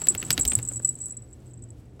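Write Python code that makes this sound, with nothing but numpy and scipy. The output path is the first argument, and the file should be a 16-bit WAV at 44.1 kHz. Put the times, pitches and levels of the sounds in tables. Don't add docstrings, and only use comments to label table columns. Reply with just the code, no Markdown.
import sys
import numpy as np
from scipy import signal
from scipy.fft import rfft, irfft
from scipy.io import wavfile
from scipy.ndimage import uniform_filter1d

SR = 44100
rng = np.random.default_rng(int(sys.argv[2]) if len(sys.argv) > 2 else 0)


def materialize(psi):
    bounded = np.clip(np.atleast_2d(psi).T, -1, 1)
    quanta = np.round(bounded * 32767).astype(np.int16)
    wavfile.write(sys.argv[1], SR, quanta)


def field_ratio(decibels):
    return 10 ** (np.asarray(decibels, dtype=float) / 20)


N = 88200

# pitch_hz, level_db, t60_s
BELL_MODES = [(6600, -17, .015), (6900, -16, .019), (7200, -11, .025), (7450, -12, .03), (7640, -10, .035),
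              (7830, -1.5, .045), (7880, -4, .08), (8150, -10, .03), (9400, -25.5, .02), (8520, -18, .075)]
# start_s, level_db (relative), spot_hz (where the struck spot rings best),
# ring_share (of the ring time), rebounds_s (time in which the rebounds die down)
STRIKES = [(0.0148, -16.5, 7400, 0.58, 0.0063), (0.037, -17.5, 7710, 0.5, 0.012),
           (0.0667, -24, 7140, 0.62, 0.0055), (0.0852, 1.5, 7720, 0.7, 0.002),
           (0.0979, -8, 8090, 0.84, 0.0028), (0.1074, -28, 8200, 0.78, 0.006),
           (0.1164, -22.5, 7300, 0.68, 0.0053), (0.1769, -16, 7630, 1, 0.0057),
           (0.1984, -18, 7640, 0.47, 0.006), (0.2114, -22, 7200, 0.5, 0.0077),
           (0.2488, -23, 7140, 0.67, 0.0054), (0.2644, -25.5, 8400, 0.38, 0.0056),
           (0.3131, -15, 8360, 0.57, 0.0051), (0.3254, -9.5, 7370, 0.97, 0.0073),
           (0.329, -6, 7950, 0.24, 0.0036), (0.396, -10.5, 8250, 0.66, 0.0049),
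           (0.41, -7.5, 7580, 0.21, 0.011), (0.4134, -11, 7950, 1, 0.0086),
           (0.4314, -16, 7340, 0.42, 0.0031), (0.4623, -23.5, 8260, 0.8, 0.016),
           (0.4773, -6.5, 7560, 0.38, 0.0073), (0.4968, -13, 8040, 1, 0.013),
           (0.5337, -12.5, 7200, 0.48, 0.0038), (0.5521, -2.5, 7650, 0.52, 0.003),
           (0.5969, -30, 7560, 0.28, 0.0048), (0.628, -17.5, 7450, 0.61, 0.0074),
           (0.6504, -21, 7430, 0.98, 0.005), (0.6729, -20.5, 7270, 0.73, 0.0073),
           (0.6863, -12.5, 7860, 0.82, 0.0026), (0.7178, -28, 7830, 0.52, 0.0035),
           (0.7397, -27, 7740, 1, 0.012), (0.7567, -18.5, 7700, 1, 0.023),
           (0.8259, -28.5, 8000, 0.79, 0.016), (0.847, -6, 8040, 0.5, 0.0096),
           (0.8594, -25, 8400, 0.83, 0.0078), (0.8738, -19, 8240, 0.5, 0.006),
           (0.8888, -8.5, 8090, 0.59, 0.0042), (0.9054, -29, 8300, 0.57, 0.016),
           (0.9541, -26, 7900, 0.27, 0.0033), (0.974, -41, 8600, 0.97, 0.0067),
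           (1.0024, -27, 8270, 0.77, 0.0061), (1.009, -27, 8430, 0.67, 0.0035),
           (1.0129, -20, 7870, 1, 0.0067), (1.0274, -25.5, 7800, 0.9, 0.0082),
           (1.0384, -23, 8000, 1, 0.0045), (1.0554, -28, 7670, 0.7, 0.0067), (1.06, -23.5, 7960, 1, 0.0046),
           (1.0958, -30, 7700, 0.8, 0.0046), (1.1069, -24.5, 7320, 1, 0.0039),
           (1.1208, -26, 7800, 1, 0.004), (1.1682, -23.5, 7680, 1, 0.0052),
           (1.2211, -36, 7950, 0.79, 0.0072), (1.2374, -46, 8170, 0.92, 0.0075),
           (1.3284, -36.5, 7700, 0.4, 0.0061), (1.464, -44.5, 7980, 0.34, 0.009),
           (1.496, -52, 8000, 0.4, 0.0036), (1.5159, -47.5, 7700, 0.35, 0.003),
           (1.535, -40, 7400, 0.4, 0.0079), (1.5748, -43.5, 7880, 0.4, 0.0035),
           (1.6221, -38, 7500, 0.5, 0.006), (1.6371, -37, 8060, 0.53, 0.0039),
           (1.6871, -50.5, 7880, 0.52, 0.0026), (1.703, -34, 7450, 0.27, 0.0058)]
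# time_s, level_db (relative)
ROLL_LEVEL = [(0.0, -39), (0.23, -38), (0.47, -48), (0.55, -34), (0.7, -35), (0.81, -44.5), (0.99, -44.5),
              (1.06, -33.5), (1.26, -72.5), (1.31, -51.5), (1.35, -66), (1.39, -60.5), (1.43, -77),
              (1.47, -57.5), (1.55, -64), (1.66, -59), (1.77, -75), (2.0, -70)]
# start_s, peak_db, pitch_hz (nominal), treble_db, body_db
SLAPS = [(0.0164, -27.5, 2400, 2.5, -5.5), (0.0704, -18, 3900, 5.5, -12.5), (0.1497, -15, 2660, 5, -14),
         (0.2177, -34.5, 2650, -16, -7), (0.2275, -19.5, 2580, -2, -11.5), (0.305, -4, 4550, -1.5, -22.5),
         (0.378, -12, 3760, -7, -12.5), (0.3921, -21, 3230, 16, -8), (0.4516, -13.5, 5130, 4, -16),
         (0.37, -36, 2800, -20, -26), (0.5191, -16.5, 3100, -5.5, -14), (0.5313, -32, 2570, -12.5, -7),
         (0.588, -25.5, 3400, 4, -8), (0.5954, -43, 1910, -16, -4), (0.714, -41, 1460, -34.5, 1),
         (0.7984, -42, 1480, -36, -6.5), (0.883, -48.5, 2370, -12, -17), (1.0286, -50.5, 4350, -13, -14),
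         (1.0858, -50.5, 1330, -14, 1), (1.135, -56, 2500, -21, -14), (1.9946, -44, 1890, -38, -13.5)]
# share of the slap's pitch (ratio), level_db
EAR_RINGS = [(.42, -6), (.58, 2), (.74, -3), (1.0, 4), (1.2, -12.5)]
# start_s, peak_db, pitch_hz, t60_s
THUMPS = [(.105, -34.5, 360, 0.057), (0.15, -31, 103, 0.059), (0.299, -26.5, 138, 0.047),
          (.378, -31.5, 285, 0.063), (0.39, -28.5, 89, 0.043), (0.454, -28, 64, 0.11),
          (0.571, -22.5, 117.2, 0.097), (.714, -45, 530, 0.025), (0.799, -38.5, 513, 0.014),
          (1.9958, -40.5, 760, .03)]
# time_s, level_db (relative)
RUSTLE_LEVEL = [(0, -57.5), (.2, -56.5), (.38, -55.5), (.45, -56), (.57, -56), (.66, -65), (.94, -71.5),
                (1.15, -74), (1.27, -78.5), (1.36, -75.5), (1.47, -73), (1.58, -91.5), (1.7, -78),
                (1.8, -72.5), (1.92, -84.5), (2, -79.5)]
# (relative, per Hz)
RUSTLE_COLOUR = [(300, -4), (800, 4), (2000, -4), (5000, -6), (10000, -8), (16000, -14)]
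# time_s, level_db (relative)
RUMBLE_LEVEL = [(0.0, -51), (0.02, -42), (0.48, -36), (0.548, -35.5), (0.584, -39.5), (0.628, -42),
                (0.954, -47.5), (0.992, -63), (1.2, -47.5)]
# (relative, per Hz)
RUMBLE_COLOUR = [(25, -15), (55, -1.5), (200, -1), (330, -7.5), (600, -21.5)]
# (relative, per Hz)
ROOM_AIR_COLOUR = [(15, -39), (30, -24.5), (65, -5), (120, -8), (165, -17.5), (290, -16), (430, -23),
                   (700, -31.5), (1000, -42), (2000, -45.5), (4000, -52.5), (9000, -56.5), (15200, -70.5),
                   (16500, -69)]

HANGS_FREE_S = (0.82, 1.3)
FUR_T60_S = 0.051


def pellet_strikes():
    spot_width_hz, spot_db, rise_s = 210, 9.5, 0.0014
    rebound_count, rebound_spread_db = 16, 3
    out, length = np.zeros(N), SR // 8
    hz, mode_db, t60 = np.array(BELL_MODES).T
    for start_s, level_db, spot_hz, ring_share, rebounds_s in STRIKES:
        if HANGS_FREE_S[0] < start_s < HANGS_FREE_S[1]:
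            detune, scatter_db, longest_s, rebounds_per_s, rebound_db = 0.0034, 4.5, 1, 500, -5.5
        else:
            detune, scatter_db, longest_s, rebounds_per_s, rebound_db = 0.022, 5.5, FUR_T60_S, 730, -0.5

        hit_s = np.r_[0, np.cumsum(rng.exponential(size=rebound_count))] / rebounds_per_s
        hit_db = np.r_[0, rebound_db + rebound_spread_db * rng.standard_normal(rebound_count)]
        hit_size = field_ratio(hit_db) * np.exp(-(hit_s / rebounds_s) ** 2)
        hit_index = np.minimum((hit_s * SR).astype(int), length - 1)

        near_spot_db = spot_db * np.exp(-((hz - spot_hz) / spot_width_hz) ** 2)
        scatter = scatter_db * rng.standard_normal((len(hit_s), len(hz)))
        mode_gain = field_ratio(mode_db + near_spot_db + scatter)
        mode_taps = np.zeros((length, len(hz)))
        np.add.at(mode_taps, hit_index, hit_size[:, None] * mode_gain)
        plain_taps = np.zeros(length)
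        np.add.at(plain_taps, hit_index, hit_size)

        ring = np.zeros(length)
        mode_hz = hz * (1 + detune * rng.standard_normal(len(hz)))
        for k in range(len(hz)):
            ringing = mode(mode_taps[:, k], mode_hz[k], min(t60[k], longest_s) * ring_share)
            ring += band(ringing, hz[k], 1 / rise_s)
        ring = shell(ring)
        ring = ring / np.sqrt(2 * uniform_filter1d(ring ** 2, SR // 400).max())
        tick_db = -22 + 0.6 * level_db
        add(out, start_s, field_ratio(level_db - 5.5) * (ring + field_ratio(tick_db) * tick(plain_taps)))
    return out


def pellet_rolling():
    taps_per_s, spread_db = 330, 7
    ring_share = 0.6
    size = field_ratio(spread_db * np.minimum(rng.exponential(size=N), 3))
    taps = size * (rng.random(N) < taps_per_s / SR)
    ring = np.zeros(N)
    for hz, mode_db, t60 in BELL_MODES:
        struck = taps * rng.standard_normal(N)
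        ring += field_ratio(0.65 * mode_db) * mode(struck, hz, min(t60, FUR_T60_S) * ring_share)
    chatter = unit(shell(ring)) + field_ratio(-19.5) * unit(tick(taps))
    return chatter * field_ratio(curve(ROLL_LEVEL) - 5.5)


def mode(x, hz, t60):
    radius, angle = 1000. ** (-1 / (t60 * SR)), 2 * np.pi * hz / SR
    return signal.lfilter([np.sin(angle)], [1, -2 * radius * np.cos(angle), radius ** 2], x)


def shell(x):
    return band_twice(x, 7900, 3000)


def tick(taps):
    t = np.arange(SR // 50) / SR
    envelope = signal.fftconvolve(taps, fade(t, 0.016, 2 / SR))[:len(taps)]
    return band_twice(envelope * rng.standard_normal(len(taps)), 11210, 9700)


def ear_slaps():
    crack_t60_s, tail_t60_s, tail_rise_s = 0.012, 0.048, 0.0041
    tail_db, grain_db, grains_per_s = -17, 8.5, 900
    out, t = np.zeros(N), np.arange(SR // 10) / SR
    tail = fade(t, tail_t60_s, tail_rise_s)
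    for start_s, peak_db, hz, treble_db, body_db in SLAPS:
        skin_noise, treble_noise, body_noise = rng.standard_normal((3, len(t)))
        grain = rng.standard_normal(len(t))[(t * grains_per_s).astype(int)]
        rise_s = min(0.00015 * field_ratio(1.1 * peak_db), 0.001)
        envelope = fade(t, crack_t60_s, rise_s) + field_ratio(tail_db + grain_db * np.minimum(grain, 1)) * tail

        rings = np.zeros(len(t))
        for share, ring_db in EAR_RINGS:
            ring_hz = hz * share * np.exp(0.02 * rng.standard_normal())
            rings += field_ratio(ring_db) * unit(band(skin_noise, ring_hz, hz * 0.09))
        crack = unit(band_twice(skin_noise, hz * 0.7, hz * 0.91))
        crack = crack + field_ratio(3) * unit(band(rings, hz, hz))
        crack = crack + field_ratio(treble_db) * unit(band_twice(treble_noise, 11210, 11210))
        crack = crack * envelope
        body = unit(band(body_noise, 277.8, 277.8)) * tail
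        add(out, start_s, field_ratio(peak_db) * (crack / np.abs(crack).max() + field_ratio(body_db) * body))
    return out


def soft_thumps():
    out, t = np.zeros(N), np.arange(SR // 4) / SR
    for start_s, peak_db, hz, t60 in THUMPS:
        swing = np.sin(2 * np.pi * hz * t) * fade(t, t60, 0.77 / hz)
        add(out, start_s, field_ratio(peak_db) * swing / np.abs(swing).max())
    return out


def fur_rustle():
    return coloured(RUSTLE_COLOUR) * field_ratio(curve(RUSTLE_LEVEL) + 6 + 1.5 * walk(57))


def body_rumble():
    return coloured(RUMBLE_COLOUR) * field_ratio(curve(RUMBLE_LEVEL, right=-99) - 4)


def fan_hum():
    hz = 119.6 + 4 * walk(12.6)
    return np.sin(2 * np.pi * np.cumsum(hz) / SR) * field_ratio(-46 + 3.5 * walk(10))


def room_air():
    return coloured(ROOM_AIR_COLOUR) * field_ratio(-48)


def wall_echo(near):
    t = np.arange(SR // 4) / SR
    echo = rng.standard_normal(len(t)) * fade(t, 0.12, 0.0052)
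    return field_ratio(-23) * signal.fftconvolve(near, echo / np.sqrt(np.sum(echo ** 2)))[:N]


def curve(table, right=None):
    return np.interp(np.arange(N) / SR, *np.array(table).T, right=right)


def unit(x):
    return x / np.sqrt(np.mean(x ** 2))


def coloured(points):
    hz, db = np.array(points).T
    f = np.arange(N // 2 + 1) * SR / N + 1
    gain = field_ratio(np.interp(np.log(f), np.log(hz), db, -99, -99))
    return unit(irfft(rfft(rng.standard_normal(N)) * gain, N))


def walk(rate_hz):
    width = int(SR / rate_hz)
    return unit(uniform_filter1d(uniform_filter1d(rng.standard_normal(N), width), width))


def band(x, hz, width_hz):
    return signal.lfilter(*signal.iirpeak(hz, hz / width_hz, fs=SR), x)


def band_twice(x, hz, width_hz):
    return band(band(x, hz, width_hz), hz, width_hz)


def fade(t, t60, rise_s):
    return (1 - np.exp(-t / rise_s)) * 1000. ** (-t / t60)


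def add(out, start_s, x):
    i = int(start_s * SR)
    out[i:i + len(x)] += x[:N - i]


def scene():
    dog = pellet_strikes() + pellet_rolling() + ear_slaps() + soft_thumps()
    background = fur_rustle() + body_rumble() + fan_hum() + room_air()
    return (dog + wall_echo(dog) + background)[None]


def top_cut(x):
    return signal.sosfilt(signal.butter(12, 16800, fs=SR, output="sos"), x)


def record(dry):
    low_pass = signal.ellip(8, .2, 70, 16000, fs=SR, output="sos")
    mix = signal.sosfilt(low_pass, dry)
    return top_cut(mix)


dry = scene()
out = record(dry)
materialize(out)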